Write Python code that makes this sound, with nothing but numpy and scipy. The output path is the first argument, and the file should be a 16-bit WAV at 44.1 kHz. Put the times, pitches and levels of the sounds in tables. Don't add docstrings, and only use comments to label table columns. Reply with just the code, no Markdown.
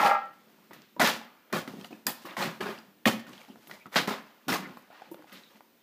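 import sys
import numpy as np
from scipy import signal
from scipy.io import wavfile
from scipy.ndimage import uniform_filter1d

SR = 44100
rng = np.random.default_rng(int(sys.argv[2]) if len(sys.argv) > 2 else 0)


def to_linear_factor(level_db):
    exponent = np.asarray(level_db, float) / 20
    return 10 ** exponent


def waveform_to_disk(signal):
    frames = np.transpose(np.atleast_2d(signal))
    scaled = np.clip(frames, -1, 1) * 32767
    samples = np.round(scaled).astype(np.int16)
    wavfile.write(sys.argv[1], SR, samples)


N = 257014

# f/Hz, level/dB per Hz
HISS_SPECTRUM = [(15, -39), (40, -30.5), (90, -16), (143, -12.5), (214, 3), (865, -11.5), (1290, -10),
                 (3060, -13), (9440, -24.5), (13000, -19), (15400, -14)]
# t/s, f/Hz, level/dB
WHISTLE = [(0, 14250, -95), (.43, 14250, -95), (.47, 14260, -76), (2.9, 14150, -77), (4.75, 14110, -77),
           (4.82, 14130, -92), (5.42, 14230, -90), (5.47, 14260, -76), (5.83, 14260, -77)]
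# t/s, blow level/dB, dullness/0-1
EMPTY_BOUNCES = [
    (0, -14, 0),
    (.031, -9.5, 0.92),
    (.042, -34, 1),
    (.05, -9.5, 0.44),
    (.063, -12, 0.1),
    (.097, -18.5, 0),
    (.112, -8.5, 0.38),
    (.124, -35, 0.2),
    (.148, -14, 0.26),
]
# f/Hz, level/dB, t60/s
EMPTY_MODES = [(615.2, -10, 0.22), (780.3, -8, 0.3), (678, -22, 0.32), (796, -3, 0.22), (840, -3, 0.19),
               (930, -9.5, .2), (947, -2.5, 0.052), (898, -9, 0.19), (1130, -9, 0.17), (1206, -2.5, 0.32),
               (1260, -6.5, 0.2), (1340.4, 2.5, 0.41), (1380, -5.5, 0.39), (1646, -2, 0.12),
               (1880, -9.5, 0.42), (2075, -6.5, 0.17), (2220, -23, 0.1), (2324, -10, 0.13),
               (2500, -11, 0.16), (2600, -13.5, 0.22), (2880, -20.5, 0.15)]
# t/s, peak level/dB, f/Hz
BELLY_FLEXES = [
    (0.027, -19.5, 790),
    (.043, -19.5, 832),
    (.06, -20, 812),
    (.05, -22, 1341),
    (.08, -28, 883),
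    (0.088, -29, 800),
    (.035, -34.5, 626),
    (.07, -23.5, 710),
    (.114, -33, 640),
]
# f/Hz, level/dB per Hz
WATER_SPECTRUM = [(180, -48.5), (300, -6), (566, -4.5), (985, -0.5), (1630, -2), (1950, -3), (2680, -7),
                  (5000, -17.5), (6500, -33), (11000, -120)]
# f/Hz, level/dB per Hz
SPRAY_SPECTRUM = [(2060, -9), (3500, -3.5), (4740, -4.5), (6020, -8), (6450, -8), (9050, -14),
                  (14300, -11.5), (15300, -10.5)]
# start t/s, level/dB, hold/s, fade/dB per s, spray level/dB re water
LANDINGS = [(0, -25.5, 0.064, 332, -9.5), (.05, -32.5, 0.059, 148, -31.5), (.71, -50, 0.02, 154.5, -18),
            (.996, -20, 0.077, 306.5, -7), (1.526, -29.5, 0.045, 346.5, -6.5), (2.068, -35, 0.03, 535, -1),
            (2.367, -33, 0.052, 300, -6), (2.606, -32, 0.024, 262, -12.5), (2.657, -35, 0.034, 166.5, -12),
            (3.0555, -22, 0.021, 319, -5.5), (3.958, -19.5, 0.0092, 289, -9), (4.073, -30, 0.021, 300, -7),
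            (4.105, -34, 0.011, 160, -17), (4.482, -27.5, 0.021, 298, -2), (4.52, -24.5, 0.013, 334, -7),
            (4.62, -45, 0.014, 70, -13.5), (5.325, -54.5, 0.058, 122, -3.5)]
# start t/s, level/dB, hold/s, fade/dB per s, spray level/dB re water
HANDLING = [(.33, -63.5, 0.33, 300, -6), (1.17, -49, 0.0076, 54, -22), (1.495, -59, .03, 400, -22),
            (1.676, -44, 0.0028, 246, -6), (1.71, -55, 0.14, 400, -1), (1.845, -42, 0.0017, 1500, -7),
            (1.907, -51, 0.018, 176, -6), (2.14, -56.5, 0.11, 301, 1.5), (2.252, -44, 0.084, 399, -14),
            (2.85, -66, .05, 106, -8), (3.266, -53.5, 0.13, 82, -4.5), (3.697, -50, 0.029, 174, -3),
            (3.862, -48, 0.0053, 1499.5, -30), (4.25, -61.5, 0.26, 300, -12),
            (4.905, -53.5, 0.03, 200, -27), (4.945, -53, 0.067, 110, -19), (5.14, -59.5, 0.1, 200, -14),
            (5.27, -55.5, 0.043, 208, -7), (5.5, -59.5, 0.06, 604, -5)]
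# start t/s, level/dB, hold/s, fade/dB per s, spray level/dB re water
SWINGS = [
    (2.385, -29.5, 0.013, 207, -10),
    (3.59, -61.5, 0.051, 399, 1.5),
    (3.915, -34, .001, 394, -5),
]
# f/Hz, width/Hz, level/dB
BED_MODES = [(189, 44, -4.5), (220.7, 87, 1.5), (262, 305, -7.5), (348, 14, -14)]
# start t/s, level/dB, hold/s, fade/dB per s
THUDS = [(0, -36.5, 0.046, 198), (0.177, -58.5, 0.11, 97), (0.43, -62, 0.24, 301),
         (0.695, -54.5, 0.09, 157), (0.973, -43.5, 0.035, 299), (1.01, -29.5, 0.015, 181),
         (1.522, -31, 0.043, 330), (1.679, -44, 0.0074, 202), (1.727, -44.5, 0.076, 300),
         (1.909, -46.5, 0.011, 222), (2.058, -39.5, 0.017, 340), (2.241, -46, .005, 180),
         (2.373, -36.5, .03, 200), (2.393, -32.5, 0.045, 226), (2.596, -37, 0.014, 106),
         (2.887, -65, 0.095, 101), (3.057, -24.5, 0.0089, 500), (3.114, -36, 0.0062, 242),
         (3.273, -46.5, 0.03, 228), (3.477, -52.5, 0.097, 300), (3.676, -49, .015, 140),
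         (3.854, -45.5, 0.0061, 605), (3.954, -32, 0.044, 316), (4.076, -38.5, 0.042, 214),
         (4.476, -29, 0.051, 350), (4.563, -44.5, 0.1, 125), (5.074, -56.5, 0.052, 54),
         (5.318, -53.5, 0.024, 128), (5.542, -57.5, 0.017, 400.5)]
# t/s, peak level/dB
CRACKS = [(0.0106, -28), (0.097, -25), (0.145, -38), (0.257, -46), (0.5955, -54), (0.7133, -52),
          (1.002, -12.5), (1.074, -9), (1.5272, -20), (1.55, -25), (2.3916, -23), (2.4048, -29),
          (2.5721, -51), (2.5906, -46), (2.6169, -36), (2.787, -53), (3.0726, -13), (3.2701, -47),
          (3.2852, -45), (3.2942, -38), (3.4311, -42), (3.5576, -46), (3.7999, -45), (3.8135, -49),
          (3.865, -42), (3.9505, -24), (4.0324, -37), (4.1319, -36), (4.1602, -40), (4.497, -29),
          (4.5302, -16), (4.5693, -26), (4.6759, -45), (4.7706, -43), (4.7965, -50), (4.8239, -46),
          (4.9028, -57), (4.9291, -50), (5.0195, -53), (5.1155, -51), (5.1447, -46), (5.2238, -50),
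          (5.272, -56), (5.6078, -52.5)]
# t/s, peak level/dB, centre f/Hz, ring level/dB re burst
DULL_SNAPS = [(.586, -42, 815, -7), (.709, -31, 903, -5), (.965, -27, 593, 2), (1.214, -43.5, 850, 17.5),
              (1.274, -44, 835, -6), (1.502, -50, 1250, 7), (1.677, -40.5, 1370, 13), (1.845, -49, 746, 0),
              (1.928, -36.5, 740, 7), (2.253, -41, 1110, -3), (3.267, -35, 1470, 4.5),
              (3.558, -32, 784, -9), (3.697, -28, 940, -12), (3.858, -30.5, 1310, 3.5),
              (4.772, -22.5, 756, -9.5), (4.903, -40.5, 654, 7.5), (4.928, -45.5, 830, 10.5),
              (5.02, -29, 830, 1.5), (5.144, -27, 533, -2), (5.192, -37, 537, 3), (5.223, -35.5, 1010, -16),
              (5.243, -46, 800, 13), (5.572, -46, 1200, -10), (5.557, -40, 2000, -13),
              (5.607, -30.5, 870, -13)]
# t/s, peak level/dB, centre f/Hz, ring level/dB re burst
BRIGHT_SNAPS = [(0.0624, -11, 2110, -8), (0.732, -41, 1940, 9.5), (0.8194, -39, 4400, -4),
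                (1.073, -7, 1980, -30), (1.6764, -23, 2020, -7), (1.812, -31.5, 3160, 0),
                (1.845, -28.5, 2890, 2.5), (1.929, -44, 2570, 13.5), (2.0674, -5, 7300, -11),
                (2.07, -30.5, 1830, 12), (2.3097, -39, 3560, 8.5), (2.368, -32, 1930, 14),
                (2.4257, -16.5, 2430, -4), (2.779, -36, 2730, 4), (2.787, -35.5, 4800, 0.5),
                (3.333, -32, 2810, 1), (3.379, -42, 3240, 8.5), (3.416, -38, 2270, 4),
                (3.449, -36, 2040, -15), (3.672, -31, 2500, -18), (3.713, -24.5, 1990, 3),
                (3.9426, -28, 1870, 8.5), (5.144, -39.5, 3480, -6), (5.2955, -36.5, 2070, -5),
                (5.3263, -34, 2000, 1), (5.436, -49.5, 3900, 14)]
# t/s, peak level/dB, ring f/Hz, thud level/dB re peak
BUMPS = [(0.713, -30.5, 325, -9), (1.543, -36, 310, -12), (1.734, -27.5, 412, 12), (1.789, -32, 312, 10),
         (1.803, -29, 312, 8), (1.906, -26.5, 305, -8), (1.925, -22, 312, -35), (2.659, -30, 405, -7),
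         (2.688, -17, 354, -17), (3.498, -34, 306, 13.5), (4.468, -37, 295, 14)]
# t/s, peak level/dB, ring f/Hz, thud level/dB re peak, ring t60/s
KNOCKS = [(.964, -32.5, 316, -15, 0.053), (0.996, -7.5, 1060, 2.5, 0.0065), (1.021, -19, 1410, -12, 0.036),
          (1.046, -11.5, 1775, -31, 0.022), (1.527, -23, 395, -14, 0.09), (1.676, -33, 380, 18.5, 0.0093),
          (2.07, -41, 1770, -50, 0.054), (2.252, -31, 1110, -25, 0.049), (2.367, -22, 765, -21, 0.032),
          (2.424, -21.5, 782, -19, 0.061), (2.607, -17.5, 413, -4, 0.042), (3.056, -5.5, 1834, -27, 0.024),
          (3.061, -21, 568, 7.5, 0.16), (3.854, -59, 1260, -29.5, .014), (3.958, -8, 1890, 1, 0.011),
          (4.075, -20, 406, 16, 0.079), (4.109, -26.5, 820, 18, 0.06), (4.482, -28.5, 301, -29, .012),
          (4.521, -30, 990, -1, 0.017), (5.113, -27, 334, -43, 0.097)]
# t/s, peak level/dB
CAP_RATTLES = [
    (.732, -58),
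    (2.067, -30),
    (2.254, -53.5),
    (3.673, -52.5),
    (3.932, -54.5),
    (4.775, -62),
    (5.114, -53),
    (5.326, -55),
]
# t/s, peak level/dB
TICKS = [
    (0.733, -50),
    (1.018, -24),
    (1.046, -44),
    (1.526, -63),
    (3.195, -48),
    (2.609, -46),
    (4.481, -47),
]
# start t/s, level/dB, hold/s, fade/dB per s
DRAGS = [(0.738, -59.5, 0.028, 150), (0.817, -64, 0.016, 151), (3.956, -26, 0.023, 313),
         (4.105, -43.5, 0.028, 250), (1.046, -29, 0.032, 196.5), (2.42, -46, 0.023, 200),
         (2.675, -58, 0.036, 198), (3.326, -57, 0.021, 119), (3.406, -72, 0.046, 196),
         (4.26, -66, 0.036, 152), (4.536, -47, 0.032, 250), (4.933, -63.5, 0.12, 130),
         (5.317, -53, 0.051, 250), (5.416, -65, 0.037, 201)]
# f/Hz, level/dB per Hz
CLOTH_SPECTRUM = [(500, -42.5), (1200, -1.5), (2000, -1), (3900, -3), (4600, -6.5), (7000, -17),
                  (12000, -38)]
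# t/s, peak level/dB, f/Hz
FLECKS = [(0.965, -43, 970), (0.994, -36, 3640), (0.997, -30, 3250), (1.003, -26, 2380),
          (1.009, -19.5, 1957), (1.013, -17.5, 708), (1.015, -27, 3260), (1.035, -30.5, 4980),
          (1.048, -29, 1730), (1.051, -28, 996), (1.071, -30.5, 4670), (1.092, -31.5, 833),
          (1.531, -36, 2460), (1.534, -28, 1094), (1.675, -48, 1600), (1.846, -47, 725), (1.906, -47, 697),
          (2.065, -34, 4800), (2.067, -36.5, 2500), (2.068, -45, 4090), (2.07, -46, 2970),
          (2.07, -34, 1017), (2.079, -32, 1816), (2.084, -35, 831), (2.366, -45, 2280), (2.367, -39, 1055),
          (2.422, -35, 2420), (2.425, -33, 4180), (2.605, -37, 1214), (3.054, -41, 5000),
          (3.054, -27, 3360), (3.055, -29, 2480), (3.061, -37, 864), (3.067, -26, 2495), (3.067, -34, 1094),
          (3.083, -25.5, 840), (3.485, -48, 835), (3.708, -46, 1460), (3.961, -22, 688), (3.962, -27, 2790),
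          (3.964, -26, 1105), (3.964, -23, 2026), (3.965, -27.5, 4970), (3.967, -27, 3230),
          (3.967, -24.5, 3960), (3.98, -31, 1955), (4.489, -28, 1380), (4.491, -38, 520),
          (4.492, -34, 2480), (4.498, -31, 5320), (4.527, -27, 2040), (4.557, -29.5, 1082),
          (4.633, -47, 1920), (5.017, -45, 750)]
# t/s, peak level/dB, f/Hz
HEAVES = [(1.025, -22, 240), (1.135, -40, 217), (1.672, -45, 380), (1.778, -39, 220), (1.914, -44, 301),
          (2.074, -34.5, 244), (2.244, -42.5, 340), (2.308, -50, 300), (2.447, -42, 280),
          (2.469, -30.5, 164.4), (2.607, -33.5, 377), (2.62, -31, 202), (2.657, -31.5, 405),
          (2.691, -35, 217), (2.702, -37, 393), (2.878, -52.5, 188), (3.06, -29, 115), (3.06, -15, 226),
          (3.137, -31, 216.5), (3.495, -57, 187), (4.017, -35, 240), (4.103, -33, 396), (4.162, -43, 242),
          (4.188, -43, 220), (4.492, -24.5, 262), (4.589, -37.5, 183), (4.644, -39, 270), (4.699, -41, 237),
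          (4.75, -50, 237), (5.068, -52, 243), (5.191, -46, 312), (5.322, -49.5, 263)]
# start t/s, level/dB, pitch f/Hz, length/s
CREAKS = [
    (3.481, -61, 3000, 0.054),
    (3.72, -54, 1950, 0.06),
    (3.792, -59.5, 2300, 0.061),
    (4.625, -46, 1950, 0.055),
    (4.105, -49, 3640, 0.048),
    (4.6, -53, 1040, 0.053),
    (4.1, -60, 4800, .05),
    (4.5, -66, 4000, .1),
    (5.44, -66, 3700, .06),
]
# f/Hz, t60/s
ROOM_DECAY = [(150, 0.48), (800, 0.42), (3000, 0.44), (9000, 0.25)]

BED_RISE_S = 0.0077


def evened(x):
    return x / np.sqrt(np.mean(x ** 2) + 1e-20)


def read(points, hz):
    f, value = np.transpose(points)
    return np.interp(np.log(hz + 1), np.log(f + 1), value)


def add(mix, s, sound):
    part = mix[round(s * SR):][:len(sound)]
    part += sound[:len(part)]


def colour(x, points):
    level_db = read(points, abs(np.fft.fftfreq(4096, 1 / SR)))
    log_gain = np.log(to_linear_factor(np.maximum(level_db, -90)))
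    taps = np.fft.ifft(np.exp(np.conj(signal.hilbert(log_gain)))).real[:2048]
    return evened(signal.oaconvolve(x, taps)[:len(x)])


def resonate(x, hz, width):
    r = np.exp(-np.pi * width / SR)
    return 2 * signal.lfilter([1 - r], [1, -r * np.exp(2j * np.pi * hz / SR)], x).real


def narrowed(x, hz, width):
    return evened(resonate(resonate(x, hz, width), hz, width))


def ring(t, hz, t60):
    return to_linear_factor(-60 * t / t60) * np.sin(2 * np.pi * hz * t)


def modes(rows, trim_db, rise, t60):
    out, t = np.zeros(N), np.arange(6000) / SR
    onset = np.sin(np.pi / 2 * np.minimum(t / rise, 1)) ** 2
    for s, peak_db, hz in rows:
        add(out, s, to_linear_factor(peak_db + trim_db) * onset * ring(t, hz, t60))
    return out


def swell(start, level_db, hold, fade, rise):
    t = np.arange(round((rise + hold + 70 / fade) * SR)) / SR
    fading = to_linear_factor(level_db - fade * np.maximum(t - rise - hold, 0))
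    return start, (fading * np.minimum(t / rise + 0.033, 1)) ** 2


def movement(rows, rise):
    power = np.zeros(N)
    for row in rows:
        add(power, *swell(*row, rise))
    return np.sqrt(power)


def crackle(per_s, spread_db, smooth):
    size = to_linear_factor(spread_db * np.minimum(rng.exponential(1, N), 3)) * (rng.random(N) < per_s / SR)
    clicks = evened(size * rng.choice([-1., 1.], N))
    return clicks + smooth * rng.standard_normal(N)


def patchy(x, depth_db, size):
    hz, t, z = signal.stft(x, SR, nperseg=512)
    patches = uniform_filter1d(rng.standard_normal(z.shape), size, 1)
    patches = uniform_filter1d(patches, 2, 0)
    return evened(signal.istft(z * to_linear_factor(depth_db * evened(patches)), SR, nperseg=512)[1][:N])


def microphone_floor():
    s, hz, db = np.transpose(WHISTLE)
    t = np.arange(N) / SR
    flutter = narrowed(rng.standard_normal(N), 0, 150)
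    pitch = np.interp(t, s, hz) + 130 * flutter
    whistle = np.sqrt(2) * np.sin(2 * np.pi * np.cumsum(pitch) / SR)
    hiss = patchy(colour(rng.standard_normal(N), HISS_SPECTRUM), depth_db=1.4, size=12)
    return to_linear_factor(-63.5) * hiss + to_linear_factor(np.interp(t, s, db)) * whistle


def empty_bottle():
    out, t = np.zeros(N), np.arange(SR // 3) / SR
    spots = rng.uniform(-1.2, 1, (len(EMPTY_BOUNCES), len(EMPTY_MODES), 2))
    for (s, blow_db, dull), spot in zip(EMPTY_BOUNCES, spots):
        for (hz, db, t60), (w, shift) in zip(EMPTY_MODES, spot):
            mode = ring(t, hz * (1 + .004 * shift), t60)
            dulling_db = 18.7 * dull * np.log2(hz / 800)
            add(out, s, np.sign(w) * to_linear_factor(blow_db - 12.5 + db + 0.91 * w - dulling_db) * mode)
        add(out, s, to_linear_factor(blow_db - 3) * dull * ring(t, 825, .035))
    out = signal.sosfilt(signal.butter(2, 450, "high", fs=SR, output="sos"), out)
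    return out * to_linear_factor(-190 * np.maximum(np.arange(N) / SR - .3, 0))


def bubbles(per_s, low_hz, high_hz, cycles):
    out = np.zeros(N)
    for hz in np.geomspace(low_hz, high_hz, 14):
        u = np.arange(int(3 * cycles * SR / hz)) * hz / SR
        pop = np.exp(-u / cycles) * np.minimum(u, 1) * np.sin(2 * np.pi * (u + 0.0025 * u ** 2))
        size = to_linear_factor(2.0 * np.minimum(rng.exponential(1, N), 2.5)) * (rng.random(N) < per_s / 14 / SR)
        out += signal.oaconvolve(size, pop)[:N]
    return evened(out)


def clumps(per_s, depth_db, fade_s):
    starts = rng.exponential(1, N) * (rng.random(N) < per_s / SR)
    bunch = signal.lfilter([1], [1, -np.exp(-1 / (fade_s * SR))], starts)
    return evened(to_linear_factor(depth_db * np.minimum(bunch, 2.5)))


def slosh():
    pops = bubbles(per_s=900, low_hz=527.0, high_hz=4400, cycles=4.7)
    lumps = crackle(per_s=2500, spread_db=3.5, smooth=.72) + .4 * pops
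    water = patchy(colour(lumps, WATER_SPECTRUM), depth_db=2.2, size=7)
    drops = crackle(per_s=2500, spread_db=3.5, smooth=.95)
    spray = patchy(colour(drops, SPRAY_SPECTRUM), depth_db=1.3, size=4)
    bunched = clumps(per_s=45, depth_db=1.8, fade_s=.009)
    wet, fine = np.zeros((2, N))
    for rows, rise in ((LANDINGS, 0.0011), (HANDLING, 0.0016), (SWINGS, 0.054)):
        for s, level_db, hold, fade, spray_db in rows:
            add(wet, *swell(s, level_db, hold, fade, rise))
            add(fine, *swell(s, level_db + spray_db, hold * 1.16, fade * 0.78, rise))
    return to_linear_factor(-3.5) * bunched * (np.sqrt(wet) * water + np.sqrt(fine) * spray)


def bed_thuds():
    push = crackle(per_s=300, spread_db=3.0, smooth=1.06)
    bed = sum(to_linear_factor(db) * resonate(resonate(push, hz, 3 * w), hz, w) for hz, w, db in BED_MODES)
    return to_linear_factor(-3.5) * movement(THUDS, BED_RISE_S) * evened(bed)


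def floor_shake():
    shake = narrowed(rng.standard_normal(N), 97, 100)
    return to_linear_factor(-22.5) * movement(THUDS, BED_RISE_S) * shake


def cracks():
    out, t = np.zeros(N), np.arange(800) / SR
    for s, peak_db in CRACKS:
        rush = rng.standard_normal(len(t))
        puff = evened(resonate(np.diff(rush, prepend=0), 2900, 2900))
        add(out, s, to_linear_factor(peak_db - 12 - 60 * t / 0.01) * puff)
    return out


def belly_flexes():
    return modes(BELLY_FLEXES, trim_db=0, rise=.004, t60=0.16)


def snaps():
    out, t = np.zeros(N), np.arange(2000) / SR
    for rows, t60 in ((DULL_SNAPS, 0.017), (BRIGHT_SNAPS, .014)):
        for s, peak_db, hz, ring_db in rows:
            burst = narrowed(rng.standard_normal(len(t)), hz, 1.1 * hz) * to_linear_factor(-60 * t / t60)
            tone = to_linear_factor(ring_db) * ring(t, hz, 1.48 * t60)
            add(out, s, to_linear_factor(peak_db - 10.0) * (0.73 * burst + tone))
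    return out


def knocks():
    out, t = np.zeros(N), np.arange(5000) / SR
    for s, peak_db, hz, thud_db, t60 in [*KNOCKS, *[(*row, 0.025) for row in BUMPS]]:
        spread = rng.uniform(-0.615, 1, 3)
        wall = ring(t, hz, t60)
        for k, d in zip((.62, 1.55, 2.4), spread):
            wall = wall + 0.2 * ring(t, hz * k * (1 + 0.27 * d), t60)
        push = ring(t, 215 * (1 + 0.2 * spread[0]), 0.032) * np.minimum(t / 0.015, 1)
        blow = wall * np.minimum(t * hz / 1.23, 1) + to_linear_factor(thud_db + 4) * push
        add(out, s, to_linear_factor(peak_db - 5.0) * blow)
    return out


def cap_rattles():
    out, t = np.zeros(N), np.arange(6000) / SR
    for s, peak_db in CAP_RATTLES:
        thin = narrowed(rng.standard_normal(len(t)), 13900, 5800)
        add(out, s, to_linear_factor(peak_db - 60 * t / 0.21) * thin)
    return out


def ticks():
    out, t = np.zeros(N), np.arange(5000) / SR
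    bright = colour(rng.standard_normal(N), SPRAY_SPECTRUM)
    for s, peak_db in TICKS:
        add(out, s, to_linear_factor(peak_db - 60 * t / 0.059) * bright[round(s * SR / 2):][:len(t)])
    return out


def rustle():
    cloth = colour(crackle(per_s=1500, spread_db=3.5, smooth=1.6), CLOTH_SPECTRUM)
    return movement(DRAGS, 0.004) * cloth


def flecks():
    return modes(FLECKS, trim_db=2, rise=0.0026, t60=0.06)


def heaves():
    return modes(HEAVES, trim_db=3, rise=0.0083, t60=.11)


def creaks():
    out = np.zeros(N)
    for s, level_db, hz, length in CREAKS:
        shape = np.sqrt(np.hanning(round(length * SR)))
        tone = narrowed(rng.standard_normal(SR // 10), hz, 440)
        add(out, s, to_linear_factor(level_db) * shape * tone[:len(shape)])
    return out


def room(x):
    taps = np.zeros(SR // 2)
    at = np.arange(160, len(taps) - 20, 20)
    taps[at + rng.integers(0, 20, len(at))] = rng.choice([-1., 1.], len(at))
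    hz, t, z = signal.stft(taps, SR, nperseg=256)
    decay = to_linear_factor(-60 * t / read(ROOM_DECAY, hz)[:, None])
    tail = signal.istft(z * decay, SR, nperseg=256)[1]
    return signal.fftconvolve(x, tail / np.linalg.norm(tail))[:N]


def scene():
    empty = empty_bottle() + belly_flexes()
    water = slosh() + bed_thuds()
    pops = snaps()
    hits = knocks() + ticks() + flecks() + heaves()
    echoes = room(to_linear_factor(-13) * hits + to_linear_factor(-12) * water + to_linear_factor(-14) * empty + to_linear_factor(-12) * pops)
    close = floor_shake() + cracks() + cap_rattles() + rustle() + creaks()
    return np.array([empty + water + pops + hits + echoes + close] * 2)


def roll_off(x):
    return signal.sosfilt(signal.butter(12, 16540, fs=SR, output="sos"), x)


def record(dry):
    thin = signal.sosfilt(signal.butter(3, 120, "high", fs=SR, output="sos"), dry)
    heard = thin + microphone_floor()
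    band_limit = signal.firwin(511, 15250, window=("kaiser", 4), fs=SR)
    mix = signal.oaconvolve(heard, band_limit[None], "same")
    return roll_off(mix)


dry = scene()
out = record(dry)
waveform_to_disk(out)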